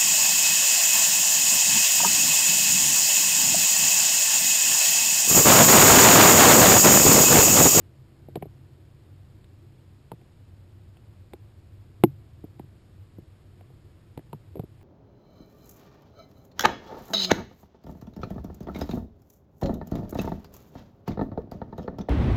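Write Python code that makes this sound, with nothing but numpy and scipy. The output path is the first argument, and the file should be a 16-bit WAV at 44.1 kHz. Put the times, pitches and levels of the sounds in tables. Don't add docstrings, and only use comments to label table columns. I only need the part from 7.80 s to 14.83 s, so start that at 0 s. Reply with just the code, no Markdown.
import sys
import numpy as np
from scipy import signal
from scipy.fft import rfft, irfft, next_fast_len
from scipy.io import wavfile
from scipy.ndimage import uniform_filter1d

SR = 44100
rng = np.random.default_rng(int(sys.argv[2]) if len(sys.argv) > 2 else 0)


def wav_out(sig):
    wavfile.write(sys.argv[1], SR, np.round(np.clip(np.atleast_2d(sig).T, -1, 1) * 32767).astype(np.int16))


def linear_from_db(decibels):
    return 10 ** (np.asarray(decibels, float) / 20)


N = 310023

# frequency in Hz, density in dB per Hz.
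HISS_SPECTRUM = [(20, -21), (40, -14), (70, -7.5), (120, -11.5), (200, -17.5), (330, -23), (500, -27),
                 (900, -34), (2000, -39), (4000, -41.5), (6000, -41)]
# centre in Hz, width in Hz, level in dB, gain of a full turn in dB.
HUM_MODES = [(96.9, 23.8, -57, 8.5), (132.7, 16, -56.5, -12.5), (334, 72, -66, -6)]
# time in seconds, gust in dB, turn of the broad wall into it 0-1.
SWAY = [(0, -3.5, 0), (.4, 0.5, 0.03), (1.25, -2, 0), (1.7, -0.5, 0.37), (2.3, -3.5, 0.27),
        (3.0, -0.8, 0.75), (3.4, -1, 0.9), (3.9, -1, 0.68), (4.35, 2.5, 0.66), (4.85, 0.2, 0.37),
        (5.2, -0.3, 0.77), (5.85, 0.6, 0.1), (6.6, -1.5, 0.65), (7.03, 0.2, 0.2)]
# start in seconds, peak in dB, centre in Hz, brightness in dB, T60 in seconds.
TICKS = [(0.4864, -61, 2380, -10.5, .015), (0.5557, -35, 2310, -2, .014), (0.5677, -48, 2050, -8, .016),
         (0.6234, -37.5, 2250, -33, 0.02), (1.6426, -51, 3700, -15, 0.0091),
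         (2.3168, -39.5, 2800, -9, 0.011), (2.4132, -56.5, 2300, -30, 0.015),
         (3.1694, -51.5, 2800, -24, .016), (3.5343, -39.5, 2150, -7, 0.0073), (4.237, -24, 2590, 0, 0.0112),
         (4.7946, -45.5, 2130, -10, .009), (5.8087, -51.5, 2450, -23.5, .016),
         (5.9004, -66, 2710, -10.5, .014), (6.3752, -41, 2280, -2, 0.013), (6.3924, -49.5, 1920, -30, .013),
         (6.5295, -41, 2760, -7, 0.012), (6.755, -55, 2030, -16, .017), (6.769, -55, 2360, -6, .015),
         (6.795, -43.5, 2100, -3, .009), (7.0116, -55.5, 2220, -23, .022)]
# start in seconds, shell peak in dB, shell pitch in Hz,
# wall ring over the shell in dB, wall pitch in Hz.
KNOCKS = [(0.485, -40.5, 625, -0.5, 354), (0.557, -26, 698, 1.5, 450), (0.568, -36.5, 665, 4, 330),
          (0.6241, -30.5, 757, -3, 420), (0.6552, -42, 624, 3, 393), (2.3165, -33, 894, -7, 475),
          (2.416, -56, 755, -2, 460), (3.168, -54, 734, -10, 463), (3.5333, -37.5, 799, -0.5, 406),
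          (4.7953, -36.5, 790, 3, 297), (5.8087, -48.5, 726, -5, 486), (5.901, -53.5, 750, -5, 477),
          (6.3745, -38.5, 900, 2, 474), (6.391, -43.5, 660, 2, 324), (6.53, -31, 916, -5.5, 400),
          (6.755, -41.5, 751, 9.5, 427), (6.7943, -30.5, 704, 3, 432), (7.012, -52.5, 831, -22, 388)]
# start in seconds, wall ring peak in dB, #
# wall pitch in Hz, box thud over the ring in dB.
BUMPS = [(0.573, -44.5, 380, 15), (3.539, -41.5, 347, -14), (0.613, -46, 382, 8), (0.664, -47.5, 378, 5),
         (2.334, -49, 346, 14), (4.639, -34.5, 331, 2.5), (4.644, -41.5, 346, -8), (4.839, -57, 320, 16.5),
         (5.3844, -40, 344, 4.5), (6.545, -51.5, 340, 17.5), (6.767, -34.5, 396, -1),
         (6.779, -38.5, 365, -1), (6.7948, -37.5, 452, 16.5), (0.627, -46, 400, 17), (2.317, -46, 404, 15),
         (4.797, -49.5, 334, 12), (6.3753, -34.5, 274, 3), (6.531, -48.5, 400, 15.5),
         (6.8352, -38, 347, 3.5)]
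# frequency in Hz, level in dB, T60 in seconds.
BOX_MODES = [(111.1, -12.5, 0.25), (151.5, 5, 0.043), (227, -11.5, 0.049)]
# multiple of its pitch as a ratio, level in dB, T60 in seconds.
WALL_MODES = [(.85, -2.5, 0.02), (1.0, -8, 0.041), (1.25, -9, 0.025)]
# multiple of its pitch as a ratio, level in dB, T60 in seconds.
SHELL_MODES = [(.8, -4, 0.02), (1.0, 6, 0.02), (1.3, -6.5, 0.022), (1.7, -25, 0.031)]
# frequency in Hz, level in dB, T60 in seconds, side of the node +-1.
SNAP_MODES = [(119, -18.1, 0.125, -1), (139, -28.0, 0.346, -1), (208, -14.8, 0.047, 1),
              (232, -12.7, 0.06, 1), (295, -16.7, 0.096, -1), (339, -1.9, 0.051, 1),
              (398, -16.6, 0.054, -1), (514, -17.7, 0.028, -1), (708, -14.8, 0.028, -1),
              (847, -14.1, 0.027, 1), (1030, -15.9, 0.017, 1), (1477, -17.1, 0.007, -1),
              (2119, -22.4, 0.015, -1), (2919, -21.6, 0.009, 1), (3554, -22.2, 0.006, -1),
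              (4127, -31.3, 0.014, 1)]
# frequency in Hz, threshold in dB over the usual level.
FLICKER_STEPS = [(8500, -9), (9600, -3), (10300, -1.2), (11400, -1), (11700, -5), (12400, -5), (12800, -.5),
                 (13400, 1.2), (14200, 2.8), (14500, 6), (16000, 7)]
# start in seconds, threshold shift in dB.
FLICKER_SPELLS = [
    (0, -.6),
    (.66, -1.1),
    (2.32, .9),
    (3.54, -.7),
    (4.25, 1.5),
    (4.65, -5),
    (4.8, .7),
    (6.55, 0),
]


def add(out, start_s, sound, peak_db):
    start = int(start_s * SR)
    out[start:][:len(sound)] += linear_from_db(peak_db) * sound / np.abs(sound).max()


def walk(rate_hz):
    hold = int(SR / rate_hz)
    steps = np.repeat(rng.standard_normal(N // hold + 1), hold)
    return 1.3 * uniform_filter1d(uniform_filter1d(steps, hold), hold)[:N]


def coloured(gain):
    noise = irfft(rfft(rng.standard_normal(N + N % 2)) * gain)[:N]
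    return noise / noise.std()


def ring(modes, chance, scale, lag_s, hardness, scatter_db=1.5, detune=.02):
    t = np.arange(int(.3 * SR)) / SR
    out = 0
    for (hz, db, t60), (size, shift, sign) in zip(modes, chance):
        hz = hz * scale * (1 + detune * shift)
        late = np.maximum(t - abs(lag_s) * np.sqrt(300 / hz), 0)
        rise = 1 - np.exp(-late * hz * hardness)
        decay = np.exp(-np.log(1000) * late / t60)
        level = np.sign(sign) * linear_from_db(db + scatter_db * size)
        out = out + level * rise * decay * np.sin(2 * np.pi * hz * late)
    return out


def hiss(hz):
    points_hz, density_db = np.transpose(HISS_SPECTRUM)
    gain_db = np.interp(np.log(hz + 1), np.log(points_hz), density_db)
    return linear_from_db(-55) * coloured(linear_from_db(gain_db))


def hum(hz):
    s, gust_db, turn = np.transpose(SWAY)
    t = np.arange(N) / SR
    out = 0
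    for centre_hz, width_hz, db, turn_db in HUM_MODES:
        mode = coloured(1 / (1 + ((hz - centre_hz) / (width_hz / 2)) ** 2))
        sway_db = np.interp(t, s, db + gust_db + turn_db * turn)
        out = out + mode * linear_from_db(sway_db + 1.83 + 1.2 * walk(8.2))
    return out


def ticks():
    out = np.zeros(N + SR)
    t = np.arange(2048) / SR
    hz = np.arange(1025) * SR / 2048
    width_hz = 600
    crackle = rng.standard_normal((len(TICKS), len(t)))
    for (s, db, centre_hz, top_db, t60), cells in zip(TICKS, crackle):
        burst = rfft(cells * (1 - np.exp(-t / 0.00037)) * np.exp(-np.log(1000) * t / t60))
        burst = burst / uniform_filter1d(np.abs(burst), size=17)
        broad = 0.5 / (0.5 + (hz / (4699.0 + 45 * top_db)) ** 7)
        body = broad + 1 / (1 + ((hz - centre_hz) / (width_hz / 2)) ** 2)
        body = body * hz ** 2 / (hz ** 2 + 1000. ** 2)
        top = linear_from_db(top_db - 1.5) / (1 + ((hz - 4100.) / 700.) ** 2)
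        envelope = (1 - np.exp(-(t / .0005) ** 2)) * np.exp(-(t / t60) ** 4)
        add(out, s, irfft(burst * (body + top)) * envelope, db)
    return out[:N]


def knocks():
    out = np.zeros(N + SR)
    blows = []
    for s, db, hz, wall_db, wall_hz in KNOCKS:
        thud_db = -11.5 - 7 * np.log2(wall_hz / 400)
        blows.append((s, db, hz, db + wall_db, wall_hz, db + thud_db))
    for s, db, hz, thud_db in BUMPS:
        blows.append((s, db - 11.5, 664, db, hz, db + thud_db))
    chance = rng.standard_normal((len(blows), 3, 4, 3))
    for (s, db, shell_hz, wall_db, wall_hz, thud_db), c in zip(blows, chance):
        add(out, s, ring(SHELL_MODES, c[0], shell_hz, lag_s=0.00092, hardness=1.4), db)
        add(out, s, ring(WALL_MODES, c[1], wall_hz, lag_s=0.0009, hardness=1.15), wall_db + 3.0)
        add(out, s, ring(BOX_MODES, c[2], 1, lag_s=0.00094, hardness=12.0), thud_db + 0.1)
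    return out[:N]


def snap():
    out = np.zeros(N + SR)
    modes = np.array(SNAP_MODES)
    sides = modes[:, 3:] * [0, 0, 1]
    add(out, 4.23704, ring(modes[:, :3], sides, 1, lag_s=.00072, hardness=17), 0.8)
    return out[:N]


def scene():
    hz = np.arange((N + 1) // 2 + 1) * SR / (N + N % 2)
    capsule = signal.butter(2, 70, "high", fs=SR, output="sos")
    blows = signal.sosfilt(capsule, snap() + knocks() + ticks())
    return (blows + hum(hz) + hiss(hz))[None]


def sample_and_hold(dry):
    rate_hz, guard_hz, guard_slope, top_hz = 12000, 5200, 0.88, 15300
    size = next_fast_len(N)
    hz = np.arange(size // 2 + 1) * SR / size
    warp = np.tan(np.pi * np.minimum(hz / rate_hz, .4999)) / np.tan(np.pi * min(guard_hz / rate_hz, .49))
    guard = (hz < rate_hz / 2) / np.hypot(1, warp ** guard_slope)
    guarded = irfft(rfft(dry, size) * guard, size)
    pulses = 1 + 2 * np.cos(2 * np.pi * rate_hz * np.arange(size) / SR)
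    sampled = rfft(guarded * pulses)
    held = sampled * np.sinc(hz / rate_hz) / np.sinc(hz / (4 * rate_hz))
    return irfft(held / (1 + (hz / top_hz) ** 90), size)[:, :N]


def treble_flicker(x):
    hz, s, cells = signal.stft(x, SR, nperseg=1024)
    bands = np.add.reduceat(np.abs(cells) ** 2, np.arange(0, len(hz), 5), axis=1)
    power = np.repeat(uniform_filter1d(bands, size=2, axis=2), 5, axis=1)[:, :len(hz)]
    starts, held_db = np.transpose(FLICKER_SPELLS)
    changes = np.diff(held_db, prepend=0)
    shift_db = sum((s >= start) * change for start, change in zip(starts, changes))
    drift_db = np.outer(np.interp(hz, [11000, 13000], [.3, 1]), shift_db)
    step_db = np.interp(hz, *np.transpose(FLICKER_STEPS), left=-40)[:, None] + drift_db
    step = np.median(power, axis=2, keepdims=True) * linear_from_db(step_db) ** 2
    kept = np.where(power < 2 * step, linear_from_db(2.3), 1)
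    gain = np.where(power > step, kept, linear_from_db(-19.5))
    return signal.istft(cells * gain, SR, nperseg=1024)[1][:, :N]


def top_cut(x):
    return signal.sosfilt(signal.butter(12, 16370, fs=SR, output="sos"), x)


def record(dry):
    mix = treble_flicker(sample_and_hold(dry))
    return top_cut(mix)


dry = scene()
out = record(dry)
wav_out(out)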